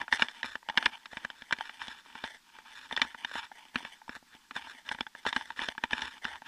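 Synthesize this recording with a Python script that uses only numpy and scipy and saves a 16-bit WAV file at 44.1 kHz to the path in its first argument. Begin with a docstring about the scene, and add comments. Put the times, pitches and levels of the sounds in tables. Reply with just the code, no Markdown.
"""Knocks on a closed plastic case dominate: bursts of tiny pushes set off the resonances of the case.
A walker holds a dog's long line on a village road; the microphone is in this case, worn on the body.
Straps and clothes also rub the case: random clicks, swelling in strokes, ring the same resonances.
Underneath lie a short high blip, a sine that returns at a steady pace, and a faint hiss of shaped noise."""
import sys
import numpy as np
from scipy import signal
from scipy.fft import rfft, irfft
from scipy.io import wavfile

SR = 44100
rng = np.random.default_rng(int(sys.argv[2]) if len(sys.argv) > 2 else 0)


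def unload_audio(sound):
    """Save the sound as a 16-bit wav file, at the path given as the first command line argument."""
    columns = np.transpose(np.atleast_2d(sound))
    # keep every value between -1 and 1, then stretch to whole-number steps
    steps = np.round(np.clip(columns, -1, 1) * 32767)
    wavfile.write(sys.argv[1], SR, steps.astype(np.int16))


N = 285327   # length of the scene in samples

# resonances of the plastic case: (frequency [Hz], width [Hz], relative level [dB])
RESONANCES = [(66.2, 45, -26), (245.4, 57.6, -10.5), (636, 446, -19), (897.3, 82.4, -4), (1638, 363, -7.5),
              (1936.7, 400, -11.5), (2321, 155, -14.5), (3029, 304, -17), (3530, 124, -14),
              (4250, 660, -30.5), (5210, 123, -25), (5860, 340, -34.5), (6630, 200, -37), (8200, 1430, -43),
              (9870, 170, -38.5)]
# knocks on the case: (time [s], relative strength [dB], thump [dB], hollow ring [dB], edge [dB]);
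# the last three set the tone colour, each compared with its own median over all knocks
KNOCK_TABLE = [(0.015, -21.5, -22, -20, -56), (0.08, -23, -50, -11.5, -61),
               (0.125, -4.5, -32.5, -25, -39.5), (0.195, -22.5, -29.5, -6.5, -30.5),
               (0.221, -5.5, -24.5, -22, -35.5), (0.284, -25.5, -47, -13.5, -32.5),
               (0.369, -47, -40, -16, -28), (0.43, -17.5, -42, -15.5, -36), (0.443, -19, -23.5, -17, -47),
               (0.554, -16.5, -31, -26, -44), (0.628, -41.5, -45, -3, -53), (0.687, -25, -28, -4, -32),
               (0.697, -19, -23.5, -11, -35.5), (0.742, -44.5, -36, 4.5, -34),
               (0.774, -5.5, -26.5, -29, -35.5), (0.779, -5.5, -56, -25, -63),
               (0.826, -20, -38, -10, -35.5), (0.857, -16, -20, -18, -25.5),
               (0.8599, -3.5, -41, -24, -42.5), (1.057, -27, -40, -20, -33.5),
               (1.131, -27.5, -15.5, -15, -48), (1.17, -16, -26.5, -18.5, -47), (1.248, -20, -19, -13, -43),
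               (1.301, -25, -30, -15.5, -37.5), (1.42, -26, -21, -27, -42), (1.509, -25.5, -37, -5, -36),
               (1.525, -5.5, -25, -31, -43.5), (1.586, -26.5, -22, -18, -36), (1.608, -21.5, -58, -6, -40),
               (1.694, -24.5, -32, -16.5, -41), (1.816, -23.5, -66, -18, -41),
               (1.881, -33.5, -10.5, -13, -21), (2.06, -42.5, -48, -2, -41),
               (2.152, -26, -25.5, -20.5, -51), (2.239, -19, -20.5, -10.5, -37),
               (2.586, -31, -26, -18, -55), (2.91, -18.5, -56, -13, -58), (2.924, -24.5, -16.5, -6, -32),
               (2.964, -29, -31, -6, -19.5), (2.975, -13, -30, -32, -50), (2.995, -30, -38, -6, -34),
               (3.0164, -8, -35.5, -23, -31), (3.049, -33, -13.5, -1.5, -45), (3.145, -27, -24, -21, -51),
               (3.247, -18.5, -25, -17.5, -33.5), (3.313, -29.5, -39, -10, -54),
               (3.354, -20, -22, -14.5, -49), (3.515, -30.5, -59, -13, -67), (3.744, -36, -19, -11, -41),
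               (3.757, -8.5, -25.5, -31, -45), (3.804, -43.5, -12, 2, -34), (3.849, -24, -22.5, -13, -37),
               (4.016, -39, -48, -11, -58), (4.079, -45.5, -22, 7.5, -28), (4.093, -24, -18.5, -13, -41.5),
               (4.164, -40.5, -9, -7, -38), (4.226, -58, 1, 0, -37), (4.35, -48, -5, -11, -27),
               (4.509, -22.5, -47, -14, -46), (4.562, -21, -21, -18.5, -53), (4.67, -36.5, -17, -5.5, -42),
               (4.889, -21, -62, -13.5, -33), (4.913, -14.5, -28, -24, -48), (4.947, -31, -12.5, -12, -41),
               (4.986, -29.5, -25, -7, -49), (5.007, -20, -16.5, -13, -29.5),
               (5.066, -25.5, -34, -20, -42.5), (5.15, -25.5, -32, -13, -57), (5.252, -28.5, -28, -3, -39),
               (5.264, -10.5, -28, -14.5, -47), (5.327, -20, -29, -10, -32), (5.363, -8, -23, -22.5, -49),
               (5.41, -30, -52, -10, -35), (5.503, -21.5, -35, -20.5, -49), (5.591, -17, -27, -21.5, -45),
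               (5.617, -21, -21, -14.5, -35), (5.686, -20.5, -15, -10.5, -27.5), (5.75, -38, -33, -8, -45),
               (5.779, -24.5, -20, -14, -43), (5.837, -12, -22.5, -16, -41), (5.908, -25.5, -43, -11, -35),
               (5.931, -10.5, -22, -22, -43), (5.992, -30.5, -26, -6, -37),
               (6.019, -19.5, -21.5, -11.5, -31), (6.244, -30, -38, -1.5, -26.5),
               (6.251, -15.5, -23, -25.5, -45), (6.419, -28.5, -30, -12.5, -65)]
REST_DB = -70   # relative level of cloth lying against the case between strokes


def knocks():
    """A sharp first contact, uneven chatter and a weaker bounce push each resonance of the case."""
    # frequencies where the tone colour is set: (frequency [Hz])
    colour_hz = [40, 250, 900, 1700, 3500]
    contact_s, first, grit = 0.00085, 0.87, 0.2   # chatter time, first contact, amount of chatter
    bounce_s, bounce = 0.0043, 0.39   # typical delay and greatest strength of the bounce
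    soft_hz = 5000   # soft straps give little treble
    spread_db, deep_db, push_db, gain_db = 1.5, -4, 10, 29
    detune = 0.022   # the load on the case shifts its resonances by this share, down or up

    time_s, strength_db, thump, hollow, edge = np.transpose(KNOCK_TABLE)
    count = len(time_s)
    thump = thump - np.median(thump)
    hollow = hollow - np.median(hollow)
    edge = edge - np.median(edge)
    colour = np.array([thump + deep_db, thump, hollow, 0 * time_s, edge])

    sample = np.arange(600)
    t = sample / SR
    grains = rng.standard_normal((count, len(t))) ** 3   # cubing makes a few grains stand out
    chatter = grains * grit * t / contact_s * np.exp(-t / contact_s)
    chatter[:, 0] = first

    lag, load = rng.random((count, 2)).T
    rebound = bounce * from_db(0.5 * (strength_db - strength_db.max()))   # hard knocks bounce more
    delay = (bounce_s * (0.5 + lag) * SR).astype(int)
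    back = sample - delay[:, None]
    echo = np.take_along_axis(chatter, np.maximum(back, 0), axis=1)
    chatter += rebound[:, None] * (back >= 0) * echo
    chatter = signal.lfilter(*signal.butter(2, soft_hz, fs=SR), chatter)
    # equal energy, before each knock gets its own strength
    chatter /= np.sqrt(np.sum(chatter ** 2, axis=1, keepdims=True))
    # low resonances feel a one-way shove instead of the back-and-forth chatter
    size = np.abs(chatter)
    push = size / np.sum(size, axis=1, keepdims=True)

    at = np.minimum((time_s * SR).astype(int)[:, None] + sample, N - 1)
    luck = rng.standard_normal((count, len(RESONANCES))).T
    luck_at = {row[0]: values for row, values in zip(RESONANCES, luck)}

    def force_on(hz, chosen):
        """Place the chosen knocks in time, as strong as this resonance feels them."""
        force = np.zeros(N)
        tone_db = over_hz(hz, colour_hz, colour) + spread_db * luck_at[hz]
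        strength = from_db(strength_db + gain_db + tone_db) * chosen
        burst = from_db(push_db) * push if hz < 2 * colour_hz[1] else chatter
        np.add.at(force, at, strength[:, None] * burst)
        return force

    # each knock falls into one of three tunings: low, middle or high
    tuning = np.round(2 * load) - 1
    total = np.zeros(N)
    for step in (-1, 0, 1):
        total += case(lambda hz: force_on(hz, tuning == step), 1 + detune * step)
    return total


def case(force_on, tune=1):
    """The plastic case rings at many resonances, each pushed by force_on(hz); its wall dulls the top."""
    wall_cut_hz = 11500
    rings = np.zeros(N)
    for k, (hz, width_hz, db) in enumerate(RESONANCES):
        sign = (-1) ** max(k, 1)   # alternating signs fill the valleys, but the lowest two share one
        rings += sign * from_db(db) * resonate(force_on(hz), tune * hz, width_hz)
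    return signal.sosfilt(signal.butter(4, wall_cut_hz, fs=SR, output="sos"), rings)


def resonate(x, hz, width_hz):
    """A resonance rings on after a push: two poles, gain about 1 at its top; narrow ones ring longer."""
    r = np.exp(-np.pi * width_hz / SR)
    top = (1 - r * r) / 2
    # the tiny offset keeps the numbers from fading into slow, extremely small values
    return signal.lfilter([top, 0, -top], [1, -2 * r * np.cos(2 * np.pi * hz / SR), r * r], x + 1e-18)


def rub():
    """Rubbing fibres slip in dense clumps of tiny clicks, which make the case ring."""
    # frequencies where the rubbing tone is set: (frequency [Hz])
    bright_hz = [40, 250, 900, 8000]
    slips_per_s, slip_spread_db = 2500, 3.0
    snags_per_s, snag_db = 130, 15
    clump_rate_hz, clump_db, gain_db = 28, 2.5, 18
    rumble_db, rumble_lump_db, firm = -5, 5, 0.62   # firm: dB of rumble per dB of stroke level
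    bass_db, lump_db, treble_db, patch_db = -8, 4, 16, 3.5
    skid_db, skid_s = -24, 0.0078   # short slide after a knock: relative level, decay time
    drag_db, drag_s = -43, 0.023   # the strap drags on for longer

    level_db, bright_db = strokes()
    bass = bass_db + lump_db * drift(14)
    rumble = rumble_db + firm * (level_db - REST_DB) + rumble_lump_db * drift(8.4)
    colour = np.array([rumble, bass, 0 * level_db, treble_db + bright_db])

    # every knock is followed by a short skid and a longer drag
    knock_table = np.array(KNOCK_TABLE)
    blows = np.zeros(N)
    blows[(knock_table[:, 0] * SR).astype(int)] = from_db(knock_table[:, 1])
    slide = np.zeros(N)
    for db, decay_s in [(skid_db, skid_s), (drag_db, drag_s)]:
        slide += from_db(db) * signal.lfilter([1], [1, -np.exp(-1 / (decay_s * SR))], blows)

    sizes = from_db(slip_spread_db * np.minimum(rng.exponential(1, N), 5)) * rng.choice([-1, 1], N)
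    slips = rms_one(sizes * (rng.random(N) < slips_per_s / SR))
    # now and then a fold snags and lets go
    snags = from_db(snag_db) * sizes * (rng.random(N) < snags_per_s / SR)
    pressure = (slips + snags) * from_db(gain_db + clump_db * drift(clump_rate_hz))
    # the touching spot wanders, favouring other resonances; they share four wandering levels
    patches = [patch_db * drift(9.7) for _ in range(4)]

    def force_on(hz):
        """Clicks as loud as the stroke, the touching spot and the slide make them here."""
        tone_db = over_hz(hz, bright_hz, colour) + patches[int(hz) % 4]
        return pressure * (from_db(level_db + tone_db) + slide)

    return case(force_on)


def strokes():
    """Cloth and strap slide over the case in strokes: give the level and its relative treble in dB."""
    # strokes: (start [s], length [s], relative level [dB], change from start to end [dB],
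    # treble relative to level [dB])
    stroke_table = [(0.0, 0.046, -44, -7.5, -15), (0.122, 0.043, -38.5, 0.5, -2.5),
                    (0.194, 0.062, -40.5, -1.5, -5), (0.282, 0.14, -55.5, 3, -2.5),
                    (0.452, 0.12, -50.5, -13.5, -5), (0.645, 0.17, -58.5, 8, -27.5),
                    (0.766, 0.12, -47, 1, -6.5), (0.91, 0.054, -49.5, 9.5, -5.5),
                    (0.997, 0.17, -63, -7, -12), (1.114, 0.061, -52, 15, -2.5),
                    (1.171, 0.083, -54.5, 14, -5), (1.285, 0.18, -61, 14, -5.5),
                    (1.492, 0.18, -54, 15.5, -5), (1.661, 0.11, -60.5, 17, 1), (1.801, 0.2, -51, -7, -2.5),
                    (2.052, 0.17, -56, 2.5, -5.5), (2.228, 0.13, -48, -3, -5.5), (2.47, 0.25, -58, 6, -6.5),
                    (2.68, 0.24, -56.5, -1, -1), (2.887, 0.23, -50, 3, -6),
                    (3.186, 0.26, -57.5, -11.5, -3.5), (3.351, 0.041, -45, 11, -7),
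                    (3.426, 0.032, -43.5, -0.5, -8), (3.562, 0.17, -64.5, -13, -7),
                    (3.75, 0.21, -54, -3.5, -1), (4.05, 0.13, -58, 17, -37), (4.307, 0.05, -59.5, 7, -7),
                    (4.553, 0.25, -51.5, -14.5, -5.5), (4.855, 0.17, -51.5, 6, -7),
                    (4.922, 0.02, -49, -9, -1), (5.167, 0.084, -60, -16, -2), (5.262, 0.03, -37.5, 7, -8.5),
                    (5.297, 0.23, -52.5, 0.5, -3), (5.571, 0.14, -42.5, -0.5, -6),
                    (5.818, 0.056, -52, 0, -12), (5.901, 0.17, -45.5, -2, -6.5),
                    (6.05, .12, -55.5, 22.5, -2), (6.228, 0.15, -41.5, -3, -14.5),
                    (6.418, 0.049, -63, 48, -4)]
    rise_s, stop_s = 0.028, 0.036   # each stroke swells in and dies out
    rest_treble_db = -5.5   # relative to the resting level
    t = np.arange(N) / SR
    level = np.full(N, from_db(REST_DB))
    treble = np.full(N, from_db(REST_DB + rest_treble_db))
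    for start, length, db, change_db, treble_db in stroke_table:
        since = t - start
        # the ramps are centred on the start and the end
        shape = np.clip(np.minimum(since / rise_s, (length - since) / stop_s) + 0.5, 0, 1)
        slope = (since / length - 0.5).clip(-1, 1)
        gain = shape * from_db(db + change_db * slope)
        level += gain
        treble += gain * from_db(treble_db)
    return 20 * np.log10(level), 20 * np.log10(treble / level)


def blips():
    """A faint short high tone returns at a steady pace: a sine that swells and fades."""
    tone_hz, level_db = 7765, -67
    every_s, offset_s, length_s = 0.1, 0.079, 0.017
    t = np.arange(N) / SR
    part = np.minimum((t - offset_s) % every_s / length_s, 1)   # 0 to 1 through the blip
    swell = np.sin(np.pi * part)
    return from_db(level_db) * swell * np.sin(2 * np.pi * tone_hz * t)


def hiss():
    """Steady noise of the surroundings and electronics: white noise reshaped over frequency."""
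    # tone of the hiss: (frequency [Hz], relative level [dB])
    hiss_points = [(20, 8), (110, -6.5), (230, 7), (600, -12.5), (900, 1.5), (5000, 0), (8000, -6.5),
                   (15300, -13.5)]
    level_db = -65.5
    points_hz, points_db = np.transpose(hiss_points)
    hz = np.maximum(np.arange(N // 2 + 1) * SR / N, 1)
    shape = from_db(np.interp(np.log(hz), np.log(points_hz), points_db))
    noise = irfft(rfft(rng.standard_normal(N)) * shape, N)
    return from_db(level_db) * rms_one(noise)


def from_db(db):
    """Turn decibels into a gain."""
    return 10 ** (np.asarray(db) / 20)


def rms_one(x):
    """Scale a signal so that its average strength (rms) is 1."""
    return x / np.sqrt(np.mean(x ** 2) + 1e-20)


def over_hz(hz, points_hz, values):
    """Read between rows of values, in straight lines over the logarithm of frequency."""
    place = np.interp(np.log(hz), np.log(points_hz), np.arange(len(points_hz)))
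    low = min(int(place), len(points_hz) - 2)
    return values[low] + (place - low) * (values[low + 1] - values[low])


def drift(rate_hz):
    """Slow random wandering with rms 1: noise smoothed twice by a one-pole low-pass."""
    settle = 9000   # samples dropped while the smoothing settles
    r = np.exp(-2 * np.pi * rate_hz / SR)
    noise = rng.standard_normal(N + settle)
    return rms_one(signal.lfilter([1], [1, -2 * r, r * r], noise)[settle:])


def scene():
    """Add all sources into one channel."""
    return (knocks() + rub() + blips() + hiss())[None]


def record(dry):
    """Cut the top of the sound steeply with a low-pass filter."""
    cutoff_hz = 15280
    return signal.sosfilt(signal.ellip(12, 0.5, 60, cutoff_hz, fs=SR, output="sos"), dry)


dry = scene()
out = record(dry)
unload_audio(out)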